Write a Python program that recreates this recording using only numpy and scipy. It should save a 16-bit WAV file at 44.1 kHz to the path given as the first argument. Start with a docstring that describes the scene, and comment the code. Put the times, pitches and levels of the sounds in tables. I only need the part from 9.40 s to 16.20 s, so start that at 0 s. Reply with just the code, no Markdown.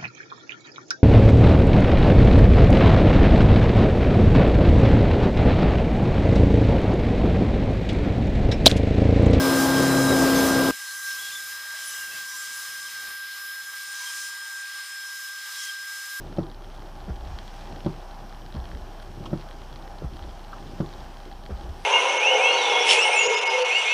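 """Monorail train creeping past a platform

A monorail train creeps past an open platform. Its traction gear whines on two thin, wavering tones over
a hiss of tyres and air (coloured noise). The guide wheels squeak in short gliding noise bands, many of them
faint, and later a long thin squeal breaks off twice. At first a motor drones close by (a stack of tones over
a roar) and the train is louder; then a hard cut swaps the drone for a low rumble, with the train quieter.
"""
import sys
import numpy as np
from scipy import signal
from scipy.fft import rfft, irfft
from scipy.io import wavfile
from scipy.ndimage import uniform_filter1d

SR = 44100
rng = np.random.default_rng(int(sys.argv[2]) if len(sys.argv) > 2 else 0)


def bounce(signal):
    """Save signal as a 16-bit WAV file at the path given by the first command-line argument."""
    frames = np.transpose(np.atleast_2d(signal))
    limited = np.clip(frames, -1, 1)
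    pcm = np.round(limited * 32767).astype(np.int16)
    wavfile.write(sys.argv[1], SR, pcm)


N = 299880  # samples in the whole scene


def undb(db):
    """Turn decibels into a plain gain."""
    return 10 ** (np.asarray(db) / 20)


def unit(x):
    """Scale a sound to an average strength (rms) of 1."""
    return x / np.sqrt(np.mean(x ** 2))


def curves(table):
    """Join the points of a table with straight lines; one curve for each column after the time."""
    t = np.arange(N) / SR
    point_s, *columns = np.transpose(table)
    return [np.interp(t, point_s, column) for column in columns]


def walk(rate, size=N):
    """A smooth random wander around 0, spread near 1, with about `rate` new values a second."""
    hold = max(int(SR / rate), 1)
    steps = np.repeat(rng.standard_normal(size // hold + 1), hold)
    smooth = uniform_filter1d(uniform_filter1d(steps, hold), hold)
    return 1.3 * smooth[:size]


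def on_hz(table):
    """Turn a table of f/Hz, level/dB into a gain for every frequency of the spectrum."""
    hz, db = np.transpose(table)
    bins_hz = np.fft.rfftfreq(N, 1 / SR)
    return undb(np.interp(np.log(bins_hz + 1), np.log(hz), db))


def noise(gain, side_gain):
    """Stereo noise of a given colour, rms 1; the side part has opposite signs on left and right."""
    mid, side = rfft(rng.standard_normal((2, N))) * gain
    opposite = np.array([[1], [-1]])
    return unit(irfft(mid + side * side_gain * opposite, N))


def tone(hz):
    """A sine of rms 1 that follows a pitch curve from a random starting phase."""
    turns = np.cumsum(hz) / SR + rng.random()
    return np.sqrt(2) * np.sin(2 * np.pi * turns)


def narrow(hz, width_hz):
    """A thin noise band around a moving pitch: two waves a quarter turn apart, each wandering in size."""
    angle = 2 * np.pi * np.cumsum(hz) / SR
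    rate = 2 * width_hz
    return walk(rate, len(hz)) * np.cos(angle) + walk(rate, len(hz)) * np.sin(angle)


def drone():
    """A motor: tones at whole multiples (orders) of its turning rate over the roar of its cooling air."""
    # the second order on its own: t/s, level/dB
    second_order = [(0, -48.5), (.36, -30), (.64, -28), (.91, -38), (1.02, -61.5), (1.18, -34.5),
                    (1.3, -37)]
    # other orders of the turning rate: multiple, middle level/dB
    other_orders = [(3, -39), (5, -34), (9, -42), (10, -36), (11, -46), (13, -44), (14, -49), (15, -41),
                    (16, -43), (17, -46), (18, -43), (19, -46), (21, -46), (22, -48), (23, -47), (27, -52),
                    (28, -55), (33, -54), (36, -55), (40, -55)]
    # extra tones that waver in pitch: middle f/Hz, middle level/dB
    fan_tones = [(172, -41.5), (245, -42), (828, -39.5)]
    # colour of the roar: f/Hz, relative level/dB
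    roar_colour = [(15, -73.5), (25, -32.5), (76, -16), (230, -17), (300, -17.5), (350, -9), (430, -13.5),
                   (500, -8), (580, -13), (760, -19.5), (1350, -22), (1700, -30.5), (2800, -36),
                   (5000, -49.5)]
    # stereo width of the roar: f/Hz, side minus mid/dB
    roar_spread = [(25, -9), (100, -21.5), (300, -23), (1400, -12), (1600, -29), (3000, -16.5)]
    turn_hz, fourth_db, roar_db = 67.28, -21.5, -24
    sag_from_s, sag_db_per_s = 1, -9  # the drone weakens just before the cut
    left_over_right_db = 2

    sag_db = sag_db_per_s * np.clip(np.arange(N) / SR - sag_from_s, 0, 1)
    fourth_level_db = fourth_db + sag_db + .5 * walk(9.2)
    second_level_db, = curves(second_order)
    hz = np.full(N, turn_hz)
    tones = tone(4 * hz) * undb(fourth_level_db) + tone(2 * hz) * undb(second_level_db)
    tones += sum(tone(k * hz) * undb(db + 2.0 * walk(8)) for k, db in other_orders)
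    tones += sum(tone(f + 3.0 * walk(10)) * undb(db + 3.1 * walk(5.8)) for f, db in fan_tones)
    roar_level_db = roar_db + .4 * sag_db + 1.5 * walk(20.13)
    roar = noise(on_hz(roar_colour), on_hz(roar_spread)) * undb(roar_level_db)
    balance_db = np.array([[.5], [-.5]]) * left_over_right_db
    return (tones + roar) * undb(balance_db)


def swings():
    """Brief smooth fades and swells of the whine, in dB, each shaped like a rounded bump."""
    # t/s of the middle, change/dB, half length/s
    bumps = [(0.267, -5, 0.038), (0.512, -2.5, 0.045), (1.083, -6.5, .03), (1.379, -6.5, 0.048),
             (1.46, -3.5, 0.03), (1.69, 5, 0.067), (2.1, -1.5, .3), (3.3, -1.5, 0.14), (3.448, 1, 0.058),
             (3.505, -8.5, 0.042), (4.24, -5.5, .035), (4.315, -6, 0.029), (5.3, -2.5, .07),
             (5.473, -5, .07), (6.052, -1.5, .1)]
    t = np.arange(N) / SR
    return sum(db * np.cos(np.pi / 2 * np.clip((t - middle) / half, -1, 1)) ** 2
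               for middle, db, half in bumps)


def whine():
    """Two traction tones that waver in pitch and size; the low one goes sharp as it fades."""
    # middle pitch of the low tone: t/s, f/Hz
    low_pitch = [(0, 1588), (1.2, 1593), (1.65, 1589), (2.1, 1593), (2.9, 1589), (3.3, 1596), (3.45, 1589),
                 (4.2, 1593), (5.4, 1593), (6.1, 1589), (6.8, 1595)]
    # middle pitch of the high tone: t/s, f/Hz
    high_pitch = [(0, 5171), (2.65, 5181), (4.8, 5180), (6.8, 5175)]
    low_level_db, high_level_db = -37.5, -46  # middle levels, before the early lift
    sharp_hz_per_db = .8
    high_share = .3  # how much of each swing the high tone takes part in

    swing_db = swings()
    low_hz = curves(low_pitch)[0] - sharp_hz_per_db * np.minimum(swing_db, 0) + 1.5 * walk(10)
    low_db = low_level_db + swing_db + 0.33 * walk(9.9)
    high_hz = curves(high_pitch)[0]
    high_db = high_level_db + high_share * swing_db + .9 * walk(5.8)
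    # a second, quicker wavering on top
    low = tone(low_hz + 3.2 * walk(30)) * undb(low_db + 1.0 * walk(35))
    high = tone(high_hz + 3.0 * walk(40)) * undb(high_db + 0.92 * walk(60))
    # on the right the high tone is weaker and a fraction of a sample early
    right_high = 0.59 * high + 0.25 * np.roll(high, -1)
    return low + np.array([high, right_high])


def hiss():
    """Tyre and air noise in four overlapping ranges, each flickering on its own, plus body resonances."""
    # swells of the hiss before range levels and lift:
    # t/s, level/dB, extra upper middle/dB, extra treble/dB
    train_levels = [(0, -43, -1.5, -4), (.6, -43.5, -0.5, -4), (.95, -41.5, -4, -5),
                    (1.085, -41, -2.5, -2.5), (1.12, -42.5, -3, -6.5), (1.3, -44, -2, -5),
                    (1.45, -44, -0.5, -6), (1.61, -46, 3, -1), (1.7, -39, -1.5, -4), (1.78, -42, -0.5, -3),
                    (2.3, -43.5, -2, -6), (2.49, -41, -0.5, -4), (2.68, -45, 0, -.5), (2.76, -42, -2, -2.5),
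                    (2.85, -45, 0, -3), (2.95, -43, -.5, -1.5), (3.1, -44, -3, -4), (3.45, -43.5, -0.5, -4),
                    (3.7, -43, -4.5, -3), (3.87, -46, -3, -5), (4.15, -45.5, -3.5, -3),
                    (4.36, -45, -2.5, -4), (4.52, -44.5, -1.5, -4), (4.86, -44, 2, -6),
                    (4.96, -44.5, -2, -6.5), (5.43, -45.5, -4.5, -6), (6.0, -45, -1, -5.5),
                    (6.25, -42.5, 1.5, -7), (6.36, -45.5, -4.5, -8), (6.66, -44.5, -1, -3),
                    (6.8, -44, -3, -2.5)]
    # colour of the hiss: f/Hz, relative level/dB
    hiss_colour = [(300, -66), (560, -34.5), (780, -23.5), (830, -19.5), (1100, -17.5), (1450, -14.5),
                   (1700, -9.5), (2200, -17), (2500, -21), (3300, -18.5), (5400, -18.5), (8500, -21),
                   (11000, -21), (15500, -23.5)]
    # stereo width of the hiss: f/Hz, side minus mid/dB
    hiss_spread = [(600, -15.5), (900, -29), (1100, -54), (4300, -48.5), (5300, -21), (6000, -11.5),
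                   (7200, -7), (8200, -11), (9500, -7.5), (12000, -7), (15000, -6.5)]
    # body resonances: middle f/Hz, approximate width/Hz, relative level/dB
    resonances = [(1032, 25, -65.5), (1157, 12, -60.5), (1191, 50, -56), (1310, 15, -63.5),
                  (1614, 100, -56.5), (1997, 60, -57), (2303, 48, -64.5), (3195, 80, -55.5),
                  (3883, 200, -55.5), (10600, 11, -64.5)]

    db, bright_db, air_db = curves(train_levels)
    octave = np.log2(np.fft.rfftfreq(N, 1 / SR) + 1)
    # soft steps from 0 to 1 around the three edges between the ranges
    above = [np.clip((octave - np.log2(edge_hz)) / 0.43 + .5, 0, 1) for edge_hz in (2300, 5200, 9700)]
    shares = (1 - above[0], above[0] - above[1], above[1] - above[2], above[2])
    # the rolling noise at the bottom follows the quick swells only in part
    rolling_db = -.6 * (db - uniform_filter1d(db, SR // 4))
    extras_db = (rolling_db, 0, bright_db, air_db)
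    range_levels_db = (-6.5, -1.4, 1.78, 4.0)
    gust = walk(12)  # shared by all four ranges
    out = 0
    for share, extra_db, range_level_db in zip(shares, extras_db, range_levels_db):
        flicker_db = .5 * gust + .6 * walk(18) + 1.1 * walk(7.6)
        band = noise(on_hz(hiss_colour) * np.sqrt(share), on_hz(hiss_spread))
        out = out + band * undb(db + extra_db + range_level_db + flicker_db)
    body = sum(undb(peak_db) * narrow(hz * (1 + .003 * walk(3)), width)
               for hz, width, peak_db in resonances)
    # the treble is slightly stronger on the right
    out[1] -= 0.055 * np.gradient(np.gradient(out[1]))
    return out + body * undb(db + rolling_db - np.median(db))


def squeaks():
    """Rubber slips on the beam: thin gliding bands that swell, stutter and fade, among many fainter ones."""
    # start t/s, length/s, first f/Hz, glide/Hz, approximate core width/Hz, level before the lift/dB
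    clear_squeaks = [(.46, 0.17, 3990, 54, 54, -48.5), (.62, 0.12, 3940, -76, 50, -45),
                     (.82, .03, 5750, -50, 87, -53), (.95, 0.066, 6330, -50, 100, -45),
                     (1.04, 0.11, 6070, -250, 53, -50), (1.38, 0.33, 10150, 101, 200, -52.5),
                     (1.46, 0.07, 4250, -100, 240, -46.5), (1.5, .26, 6380, -330, 80, -51),
                     (1.62, 0.036, 4050, -50, 100, -46), (1.65, .11, 5420, -150, 140, -44),
                     (1.79, 0.12, 3370, -37, 60, -44.5), (1.8, .34, 7260, -500, 65, -52),
                     (1.9, 0.11, 3560, -110, 34, -43.5), (2.2, 0.35, 631, 3.5, 30, -67.5),
                     (2.36, 0.34, 3150, -440, 100, -51), (2.44, 0.073, 10500, -400, 150, -42),
                     (2.44, .06, 9500, -150, 180, -49), (2.45, .15, 6170, -200, 150, -49),
                     (2.48, 0.11, 7870, -50, 130, -51), (2.7, 0.115, 2680, -120, 81, -50),
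                     (2.86, 0.11, 1040, -20, 19, -53.5), (2.88, 0.095, 5800, -10, 300, -46),
                     (2.96, 0.065, 7550, -50, 170, -47), (3.14, .08, 10500, -10, 150, -48),
                     (4.52, 0.16, 6000, -30, 170, -50), (4.6, 0.11, 1006, -32, 22, -52),
                     (4.65, 0.067, 3200, 30, 56, -46), (4.7, .5, 982, -81.5, 15, -63.5),
                     (6.15, .17, 3344, -160, 76, -44.5), (6.16, .1, 5450, -10, 100, -47),
                     (6.2, 0.11, 6500, -190, 80, -48)]
    faint_count = 150
    faint_db, faint_range_db, faint_db_per_octave = -65, 6, 3.5  # faint_db is the least level at 3000 Hz

    start, length, pitch, glide, size = rng.random((faint_count, 5)).T
    start = start * (N / SR - .3)
    hz = 820 * 11.5 ** pitch
    level_db = faint_db + faint_range_db * size + faint_db_per_octave * np.log2(hz / 3000)
    faint = np.transpose([start, 0.05 + 0.18 * length, hz, -.03 * glide * hz, .015 * hz, level_db])
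    out = np.zeros(N)
    for start, length, first_hz, change_hz, width, db in [*clear_squeaks, *faint]:
        a, b = int(start * SR), int((start + length) * SR)
        stutter = undb(2.0 * walk(40, b - a))
        swell = np.sin(np.linspace(0, np.pi, b - a)) ** .4 * stutter
        glide_hz = np.linspace(first_hz, first_hz + change_hz, b - a)
        # a weaker rasp, five times as wide, surrounds the core
        core = narrow(glide_hz, width)
        rasp = undb(-9.0) * narrow(glide_hz, 5.0 * width)
        out[a:b] += undb(db) * unit(swell * (core + rasp))
    return out


def rumble():
    """Low noise that swells and sinks, heard after the cut."""
    # t/s, middle level/dB
    rumble_levels = [(1.32, -48), (1.36, -67), (1.56, -72.5), (1.73, -60), (2.26, -67), (2.65, -64),
                     (2.74, -57.5), (2.85, -66), (3.53, -66.5), (3.67, -61.5), (3.81, -69.5), (4.83, -69),
                     (5.06, -74), (6.8, -70)]
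    # f/Hz, relative level/dB
    rumble_colour = [(12, -35), (20, -3.5), (140, -4.5), (184, -4.5), (375, -4.5), (640, -3.5), (700, -4),
                     (910, -12), (1540, -120)]
    level_db = curves(rumble_levels)[0] + 1.4 * walk(15)
    return noise(on_hz(rumble_colour), undb(-9.0)) * undb(level_db)


def squeal():
    """A long squeal that breaks off twice: two thin bands that hold their pitch and waver in size."""
    # the three stretches of the squeal: start t/s, end t/s
    stretches = [(4.34, 4.58), (4.641, 5.22), (5.26, 5.56)]
    # middle f/Hz, approximate width/Hz, level/dB
    bands = [(8860, 55, -52), (7130, 32, -59)]
    out = np.zeros(N)
    for a, b in (np.array(stretches) * SR).astype(int):
        waver = undb(2.4 * walk(14, b - a))
        swell = np.sin(np.linspace(0, np.pi, b - a)) ** 0.17 * waver
        out[a:b] = sum(undb(db) * unit(swell * narrow(np.full(b - a, hz), width))
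                       for hz, width, db in bands)
    return out


def scene():
    """Add the train's sounds, lifted before the cut, to the drone and then, after the cut, to the rumble."""
    cut_s, early_lift_db = 1.3095, 8.5
    before = np.arange(N) / SR < cut_s
    train = whine() + hiss() + squeaks() + squeal()
    train = train * undb(early_lift_db * before)
    return train + np.where(before, drone(), rumble())


def record(dry):
    """A steep low-pass filter removes the very top of the treble."""
    top_hz = 15480
    low_pass = signal.ellip(16, .3, 80, top_hz, fs=SR, output="sos")
    return signal.sosfilt(low_pass, dry)


dry = scene()
out = record(dry)
bounce(out)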